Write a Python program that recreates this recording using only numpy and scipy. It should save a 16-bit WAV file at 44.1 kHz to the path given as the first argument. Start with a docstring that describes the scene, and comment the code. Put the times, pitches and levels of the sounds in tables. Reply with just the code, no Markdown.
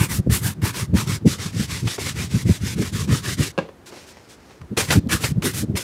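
"""Quick back-and-forth hissing strokes, close by: a wooden brush polishes a leather shoe.
Friction makes countless bristles slip, so they hiss and the leather rasps; the hollow shoe thumps
as the brush bumps it. Midway the shoe knocks down on a wooden board and excites the modes of both.
Clothes rustle and harder strokes follow, in a small room with a quiet background."""
import sys
import numpy as np
from scipy import signal
from scipy.fft import rfft, irfft
from scipy.io import wavfile
from scipy.ndimage import uniform_filter1d, minimum_filter1d

SR = 44100
rng = np.random.default_rng(int(sys.argv[2]) if len(sys.argv) > 2 else 0)


def file_out(sig):
    """Save sig as 16-bit WAV at sys.argv[1]."""
    # one column per channel
    cols = np.atleast_2d(sig).T
    # limit, then scale
    lim = np.clip(cols, -1, 1)
    pcm = np.round(lim * 32767).astype(np.int16)
    wavfile.write(sys.argv[1], SR, pcm)


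N = 257082
TIME = np.arange(N) / SR

# Spectra of the hollow shell and the stiff sole. Each row: frequency in Hz, relative level in dB.
SHELL_SPECTRUM = [(25, -52), (45, -12), (70, 3.5), (110, 7.5), (190, 0.5), (300, -13), (450, -21),
                  (700, -38), (1500, -64)]
SOLE_SPECTRUM = [(120, -26.5), (290, 2), (390, -5), (500, -15.5), (650, -25), (1500, -68), (6000, -90)]


def amp(db):
    """Amplitude grows tenfold for every 20 dB."""
    return 10 ** (np.asarray(db) / 20)


def unit(x):
    """Normalisation to rms 1."""
    return x / np.sqrt(np.mean(x ** 2) + 1e-20)


def read(points, hz):
    """Interpolation of a table on a log-frequency axis."""
    f, value = np.transpose(points)
    return np.interp(np.log(hz + 1), np.log(f), value)


def add(mix, s, sound):
    """Superposition: a sound joins the mix at s seconds."""
    start = round(s * SR)
    part, sound = mix[max(start, 0):], sound[max(-start, 0):]
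    part[:len(sound)] += sound[:len(part)]


def colour(x, spectrum):
    """Spectral shaping by points of frequency in Hz and relative level in dB, at rms 1."""
    gain = amp(read(spectrum, np.fft.rfftfreq(len(x), 1 / SR)))
    return unit(irfft(rfft(x) * gain, len(x)))


def noise(size, spectrum):
    """Filtered Gaussian noise of rms 1."""
    return colour(rng.standard_normal(size), spectrum)


def drift(rate_hz):
    """Low-passed noise: a smooth random fluctuation of rms 1."""
    roll_off = 1 + (np.fft.rfftfreq(N, 1 / SR) / rate_hz) ** 4
    return unit(irfft(rfft(rng.standard_normal(N)) / roll_off, N))


def resonate(x, hz, width_hz):
    """A resonance of gain 1 whose centre follows the curve hz."""
    turn = np.exp(2j * np.pi * np.cumsum(hz) / SR)
    pole = np.exp(-np.pi * width_hz / SR)
    return 2 * (turn * signal.lfilter([1 - pole], [1, -pole], x / turn)).real


def slips(per_s, spread_db, smooth, patchy_db):
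    """Stick-slip friction: countless uneven impulses, whose colour shifts as the contact travels."""
    flicks = rng.standard_normal(N) * amp(spread_db * np.minimum(rng.exponential(1, N), np.pi))
    flicks *= rng.random(N) < per_s / SR
    spectra = signal.stft(unit(flicks) + smooth * rng.standard_normal(N), nperseg=512)[2]
    patches = uniform_filter1d(rng.standard_normal(spectra.shape), size=3, axis=0)
    patches = unit(uniform_filter1d(patches, size=11, axis=1))
    return signal.istft(spectra * amp(patchy_db * patches), nperseg=512)[1][:N]


def swell(length, crest, roundness, ends_db, land_s=0.0011, lift_s=0.0017):
    """Friction noise follows sliding speed: the gain as a stroke lands, speeds up, slows and lifts."""
    t = np.arange(round(length * SR) + SR // 25) / SR
    slowness = np.interp(t, [0, np.clip(crest, .05, .95) * length, length], [1, 0, 1])
    contact = (1 - np.exp(-t / land_s)) * np.exp(-np.maximum(t - length, 0) / lift_s)
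    return amp(ends_db * slowness ** roundness) * contact


def brushing(turn_s=0.03, rasp_fade_db=-6, sheen_hz=9000, chatter_db=1.23, sole_db=-8):
    """Sliding friction makes bristles hiss and leather rasp, and forces shell and sole to vibrate."""
    # Each row: start and length in seconds, fastest moment as a share of the length,
    # roundness (1 peaked, 4 flat), levels of hiss, rasp and shell rumble in dB.
    strokes = [(-0.05, 0.135, 0.39, 3.3, -30, -26, -28), (0.084, 0.12, 0.35, 2.6, -31, -32, -25.5),
               (0.296, 0.116, 0.44, 2.2, -28, -30.5, -24.5), (0.408, 0.13, 0.42, 1.75, -31.5, -31.5, -23.5),
               (0.615, 0.1, 0.55, 2, -28.5, -27.5, -27), (0.724, 0.14, 0.44, 2.07, -29, -31, -31),
               (0.938, 0.121, 0.47, 2.5, -28.5, -31, -23.5), (1.057, 0.13, 0.45, 3.3, -31.5, -34, -29),
               (1.254, 0.12, 0.4, 2.7, -27.5, -33, -31), (1.375, 0.14, 0.41, 3.3, -32.5, -36.5, -32.5),
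               (1.52, 0.15, 0.72, 1.96, -29, -36.5, -29.5), (1.67, 0.17, 0.34, 2.1, -29.5, -35, -28.5),
               (1.843, 0.13, 0.69, 3.7, -30.5, -38.5, -41.5), (1.976, 0.165, 0.5, 4.9, -31, -36.5, -31.5),
               (2.138, 0.15, 0.46, 3.3, -33, -34.0, -25), (2.29, 0.155, 0.59, 4.3, -35, -39.5, -28),
               (2.445, 0.152, 0.57, 2.7, -33.5, -38, -44), (2.597, 0.158, 0.75, 4.2, -34, -39, -27.5),
               (2.755, 0.16, 0.52, 3.9, -33.5, -36.5, -32), (2.915, 0.157, 0.4, 4.1, -33.0, -36.5, -22.5),
               (3.074, 0.148, 0.52, 1.9, -27, -29, -27), (3.22, 0.145, 0.54, 2.85, -28.5, -34.5, -27.5),
               (3.367, 0.15, 0.43, 1.52, -25.5, -29.5, -35.5), (4.766, 0.104, 0.12, 1.8, -22.5, -21.5, -27),
               (4.874, 0.12, 0.43, 1.04, -21.5, -22, -20.5), (5.088, 0.1, 0.36, 1.23, -22.5, -21.5, -24),
               (5.192, 0.13, 0.42, 1.52, -27.5, -28.5, -24), (5.42, 0.107, 0.33, 1.48, -25, -24.5, -29),
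               (5.527, 0.12, 0.39, 2.9, -30, -36.5, -25), (5.753, 0.13, 0.16, 1.07, -25, -27.5, -39)]
    # Each row: frequency in Hz, relative level in dB.
    hiss_spectrum = [(500, -39), (1500, -3.5), (2600, -2.5), (3600, 2), (4400, 1), (5300, 2), (6300, 1),
                     (8000, -0.5), (10000, -3), (12500, -7.5), (15500, -14)]
    rasp_spectrum = [(200, -10.5), (420, 5), (680, -6.5), (850, -2), (1100, 1.5), (1350, 0.5), (1600, -0.5),
                     (2150, 1.5), (2700, -1), (3600, -9), (7000, -32.5)]
    # The part of the shoe being brushed sets the sheen and the leather's resonance.
    # Each row: time in seconds, gain of the hiss above sheen_hz in dB.
    sheen_curve = [(0, 9), (.45, 11), (.8, 2), (1.15, 0), (1.5, -5), (2.2, -2), (2.8, -2), (3.15, -2.5),
                   (3.45, -1.5), (4.8, 0.5), (5.2, 4.5), (5.55, 6.5), (5.8, 1.5)]
    # Each row: time in seconds, resonant frequency in Hz.
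    panel_curve = [(0, 1630), (.4, 1810), (.75, 1420), (1.05, 990), (1.42, 1080), (1.7, 2230), (2.2, 2130),
                   (2.8, 2050), (3.15, 1470), (3.4, 2200), (4.8, 1550), (5.8, 1590)]
    hiss_gain, sheen_gain, rasp_gain, shell_gain = np.zeros((4, N))
    next_starts = [row[0] for row in strokes[1:]] + [np.inf]
    for stroke, next_start in zip(strokes, next_starts):
        start, length, crest, roundness, hiss_db, rasp_db, shell_db = stroke
        if next_start - start - length < turn_s:  # the brush turns without lifting
            length = next_start - start
        shape = length, crest, roundness
        add(hiss_gain, start, amp(hiss_db) * swell(*shape, ends_db=-20.5))
        add(sheen_gain, start, amp(hiss_db) * swell(*shape, ends_db=-21.5))
        add(shell_gain, start, amp(shell_db) * swell(*shape, ends_db=-10.5))
        pull = swell(*shape, ends_db=-20)
        easing_db = rasp_fade_db * (np.arange(len(pull)) / SR / length - crest)  # the hand eases off
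        add(rasp_gain, start, amp(rasp_db + easing_db) * pull)
    hiss = colour(slips(per_s=12000, spread_db=2.5, smooth=0.97, patchy_db=1.5), hiss_spectrum)
    high_pass = 1 - 1 / (1 + (np.fft.rfftfreq(N, 1 / SR) / sheen_hz) ** 6)
    sheen = irfft(rfft(hiss) * high_pass, N)
    sheen_gain *= amp(np.interp(TIME, *np.transpose(sheen_curve)))
    bristles = hiss_gain * (hiss - sheen) + sheen_gain * sheen
    drag = colour(slips(per_s=5000, spread_db=1.0, smooth=0.59, patchy_db=3.5), rasp_spectrum)
    panel = resonate(drag, np.interp(TIME, *np.transpose(panel_curve)), width_hz=350)
    leather = rasp_gain * unit(drag + 0.64 * panel)
    shell = shell_gain * noise(N, SHELL_SPECTRUM)
    sole = amp(sole_db) * rasp_gain * noise(N, SOLE_SPECTRUM)
    chatter = amp(chatter_db * drift(rate_hz=33))
    return (bristles + leather) * chatter + shell + sole


def background(level_db=-49):
    """Stationary noise, strongest in the bass, lies under the scene."""
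    # Each row: frequency in Hz, relative level in dB.
    spectrum = [(20, -35), (60, 0), (150, -7.5), (300, -4), (600, -12), (1000, -15), (1700, -19),
                (2600, -26), (6000, -32), (10000, -35.5), (16000, -42)]
    return amp(level_db) * noise(N, spectrum)


def thumps(wander=0.264, scuff=1.84, shell_hz=135, tail_db=-19, tail_s=0.019, sole_lead_s=0.003):
    """Heavy damping lets the shoe wobble only a few cycles per bump; firm bumps also sound the sole."""
    # Each row: middle in seconds, level in dB, length in seconds, firmness in dB.
    bumps = [(0.018, -12, 0.021, -19.5), (0.196, -13.5, 0.021, -21), (0.274, -14, 0.012, -7),
             (0.31, -12.5, 0.042, -20), (0.589, -29.5, 0.044, -12.5), (0.635, -12, 0.018, -18),
             (0.832, -20, 0.016, -23.5), (0.901, -23.5, 0.035, -20.5), (0.947, -9.5, 0.023, -12),
             (1.1, -21, .059, -15), (1.229, -27.5, 0.021, -12.5), (1.268, -4, 0.018, -3),
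             (1.467, -22.5, 0.014, -15), (1.57, -22, 0.056, -13), (1.605, -14, 0.015, -18),
             (1.852, -16.5, 0.036, -20), (2.356, -13, 0.033, -21), (2.462, -13, 0.015, -19),
             (2.498, -9, 0.029, -19), (2.64, -22, 0.05, -22.5), (2.762, -21.5, 0.014, -17),
             (2.81, -19.5, 0.046, -2.5), (3.116, -13, 0.049, -8.5), (3.286, -23.5, 0.016, -11.5),
             (3.407, -14, 0.031, -7.5), (4.631, -35.5, 0.038, -24), (4.726, -23, 0.02, -9),
             (4.972, -7.5, 0.026, -11), (5.067, -22.5, 0.04, -9), (5.15, -14, 0.01, -2.5),
             (5.315, -18, 0.025, -18.5), (5.379, -15.5, 0.034, -17.5), (5.466, -25.5, 0.052, 4),
             (5.64, -20.5, 0.018, -3.5), (5.705, -19, 0.034, -11.5), (5.752, -19.5, 0.021, -10)]
    out, t = np.zeros(N), np.arange(-SR // 14, SR // 6) / SR
    sway = drift(rate_hz=107.3)
    for s, db, length, firm_db in bumps:
        hz = 190.17 + 2.73 * firm_db  # a firmer bump rings higher
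        bend = np.exp(wander * np.roll(sway, rng.integers(N))[:len(t)])
        cycles = np.cumsum(hz * bend) / SR + rng.random()
        rub = noise(len(t), [(f * np.sqrt(hz / shell_hz), d) for f, d in SHELL_SPECTRUM])
        push = np.exp(-(t / (0.64 * length)) ** 2)
        load = push + amp(tail_db) * (1 - push) * np.exp(-abs(t) / tail_s)
        size = amp(db) * np.sqrt(np.mean(load ** 2))
        wobble = unit(load * (unit(np.sin(2 * np.pi * cycles)) + scuff * rub))
        # The sole rings evenly under the push, with a wandering phase.
        flex = signal.hilbert(noise(len(t), SOLE_SPECTRUM))
        sole = unit(load * flex.real / np.sqrt(uniform_filter1d(abs(flex) ** 2, size=400)))
        add(out, s + t[0], size * wobble)
        add(out, s + t[0] - sole_lead_s, size * amp(firm_db - 3) * sole)
    return out


def bites(t60=0.1, rise_s=0.0016):
    """Sudden elastic release: many bristles snap over at once as they land or catch an edge."""
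    # Each row: time in seconds, level in dB.
    catches = [(.297, -33.5), (0.617, -45), (0.742, -29), (1.871, -24), (4.771, -17), (4.904, -11.5),
               (5.092, -31), (5.237, -17), (5.421, -25.5), (5.535, -35), (5.753, -29)]
    spectrum = [(300, 4.5), (1500, 4.5), (2500, 5.5), (6000, -3), (10000, -20), (15000, -15)]
    out, t = np.zeros(N), np.arange(SR // 8) / SR
    attack = 1 - np.exp(-t / rise_s)
    for s, db in catches:
        add(out, s, amp(db - 60 * t / t60) * attack * noise(len(t), spectrum))
    return out


def taps(ring_cycles=30):
    """Light impacts of hands, brush and shoe: with equal damping per cycle, higher clicks die sooner."""
    # Each row: time in seconds, level in dB, pitch in Hz.
    touches = [(1.981, -22, 443), (2.012, -36, 520), (2.067, -28.5, 465), (3.688, -31, 547),
               (3.922, -33.5, 338), (3.97, -38, 560), (4.17, -35.5, 895), (4.508, -39.5, 990),
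               (4.615, -36.5, 1260), (5.073, -39, 4500)]
    out, t = np.zeros(N), np.arange(SR // 12) / SR
    attack = 1 - np.exp(-t / .0002)
    for s, db, hz in touches:
        spectrum = [(hz / 3, -16), (hz, 0), (hz * 1.43, -9), (hz * 3, -15), (hz * 6, -26), (hz * 20, -52)]
        add(out, s, amp(db - 60 * t * hz / ring_cycles) * attack * noise(len(t), spectrum))
    return out


def knocks(crack_db=-7, crack_t60=0.021, scuff_db=-17, scuff_t60=0.24):
    """Impact excites the modes of shoe and board, the high ones less if soft; the settling sole scuffs."""
    # The shoe lands toe, then heel. Each row: time in seconds, level in dB, hardness as a cutoff in Hz.
    blows = [(3.578, -19.5, 4500), (3.583, -12, 350), (3.5875, -11, 1070)]
    # Each row: frequency in Hz, relative level in dB, time to decay by 60 dB in seconds.
    modes = [(169, -11, 0.045), (308, -4, 0.024), (518, 1, 0.041), (586, -8, 0.035), (810, -5.5, 0.026),
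             (1020, -5, 0.032), (1617, -6.5, 0.05), (2270, -7, 0.016), (2740, -0.5, 0.017)]
    grit_spectrum = [(120, 2), (450, 0), (1000, -5), (3000, -7), (7000, -13.5), (14000, -30)]
    out, t = np.zeros(N), np.arange(SR // 4) / SR
    grit_gain = amp(crack_db - 60 * t / crack_t60) + amp(scuff_db - 60 * t / scuff_t60)
    for s, db, hard_hz in blows:
        ring = sum(amp(mode_db - 60 * t / t60) * np.sin(2 * np.pi * (hz * t + rng.random()))
                   for hz, mode_db, t60 in modes)
        grit = grit_gain * noise(len(t), grit_spectrum)
        low_pass = signal.butter(1, hard_hz, fs=SR)
        add(out, s, amp(db) * signal.lfilter(*low_pass, ring + grit))
    return out


def rustle():
    """Fibre friction: clothes slide as the arms shift, and hand and brush swish lightly over cloth."""
    # Each row: start in seconds, length in seconds, level in dB.
    swishes = [(3.858, 0.048, -43.5), (3.946, 0.11, -50), (4.065, 0.066, -46.5), (4.287, 0.068, -47.5)]
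    # Each row: time in seconds, level of the clothes in dB.
    cloth_curve = [(3.851, -62), (3.94, -41.5), (4.06, -50.5), (4.2, -53), (4.38, -58.5), (4.52, -51),
                   (4.66, -69)]
    # Each row: frequency in Hz, relative level in dB.
    cloth_spectrum = [(100, -15), (330, 14), (700, 8.5), (1200, 2), (2200, 5.5), (3500, -0.5), (5500, 2),
                      (9000, -9), (15000, -20)]
    swish_spectrum = [(500, -6), (2000, -1), (4000, -0.5), (7000, -1.5), (10000, -7.5), (15000, -18)]
    swish_gain = np.zeros(N)
    for start, length, db in swishes:
        add(swish_gain, start, amp(db) * swell(length, crest=0.27, roundness=3.1, ends_db=-9))
    cloth_gain = amp(np.interp(TIME, *np.transpose(cloth_curve), left=-100, right=-100))
    fibres = slips(per_s=3000, spread_db=3, smooth=1, patchy_db=1.6)
    return cloth_gain * colour(fibres, cloth_spectrum) + swish_gain * noise(N, swish_spectrum)


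def room(x, echoes_per_s=3000, first_echo_s=0.004):
    """Reverberation of a small room: sparse reflections, each band decaying at its own rate."""
    # Each row: frequency in Hz, time to decay by 60 dB in seconds.
    decay_times = [(150, 0.32), (530, 0.31), (1400, 0.12), (4000, 0.28), (12000, 0.078)]
    size = SR // 2
    echoes = rng.standard_normal(size) * (rng.random(size) < echoes_per_s / SR)
    echoes *= np.arange(size) > first_echo_s * SR
    hz, t, spectra = signal.stft(echoes, SR, nperseg=256)
    decay = amp(-60 * t / read(decay_times, hz)[:, None])
    tail = signal.istft(spectra * decay, SR, nperseg=256)[1]
    return signal.fftconvolve(x, tail / np.linalg.norm(tail))[:N]


def scene(near_room_db=-23, board_room_db=-13):
    """Direct and reflected sound add; the board, farther off than the brush, is more reverberant."""
    near = brushing() + bites() + thumps() + taps() + rustle()
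    board = knocks()
    ambience = background()
    reverberation = room(amp(near_room_db) * near + amp(board_room_db) * board)
    return (near + board + reverberation + ambience)[None]


def record(dry, low_cut_hz=55, ceiling=0.89, high_cut_hz=15700):
    """Filtering and limiting: the bass rolls off, the loudest peaks are held down, the top is cut."""
    cut = signal.sosfilt(signal.butter(3, low_cut_hz, "high", fs=SR, output="sos"), dry)
    safe_gain = ceiling / np.maximum(abs(cut), ceiling)
    limited = cut * uniform_filter1d(minimum_filter1d(safe_gain, size=401), size=401)
    low_pass = signal.firwin(255, high_cut_hz, window=("kaiser", 9), fs=SR)
    return signal.oaconvolve(limited, low_pass[None], "same")


dry = scene()
out = record(dry)
file_out(out)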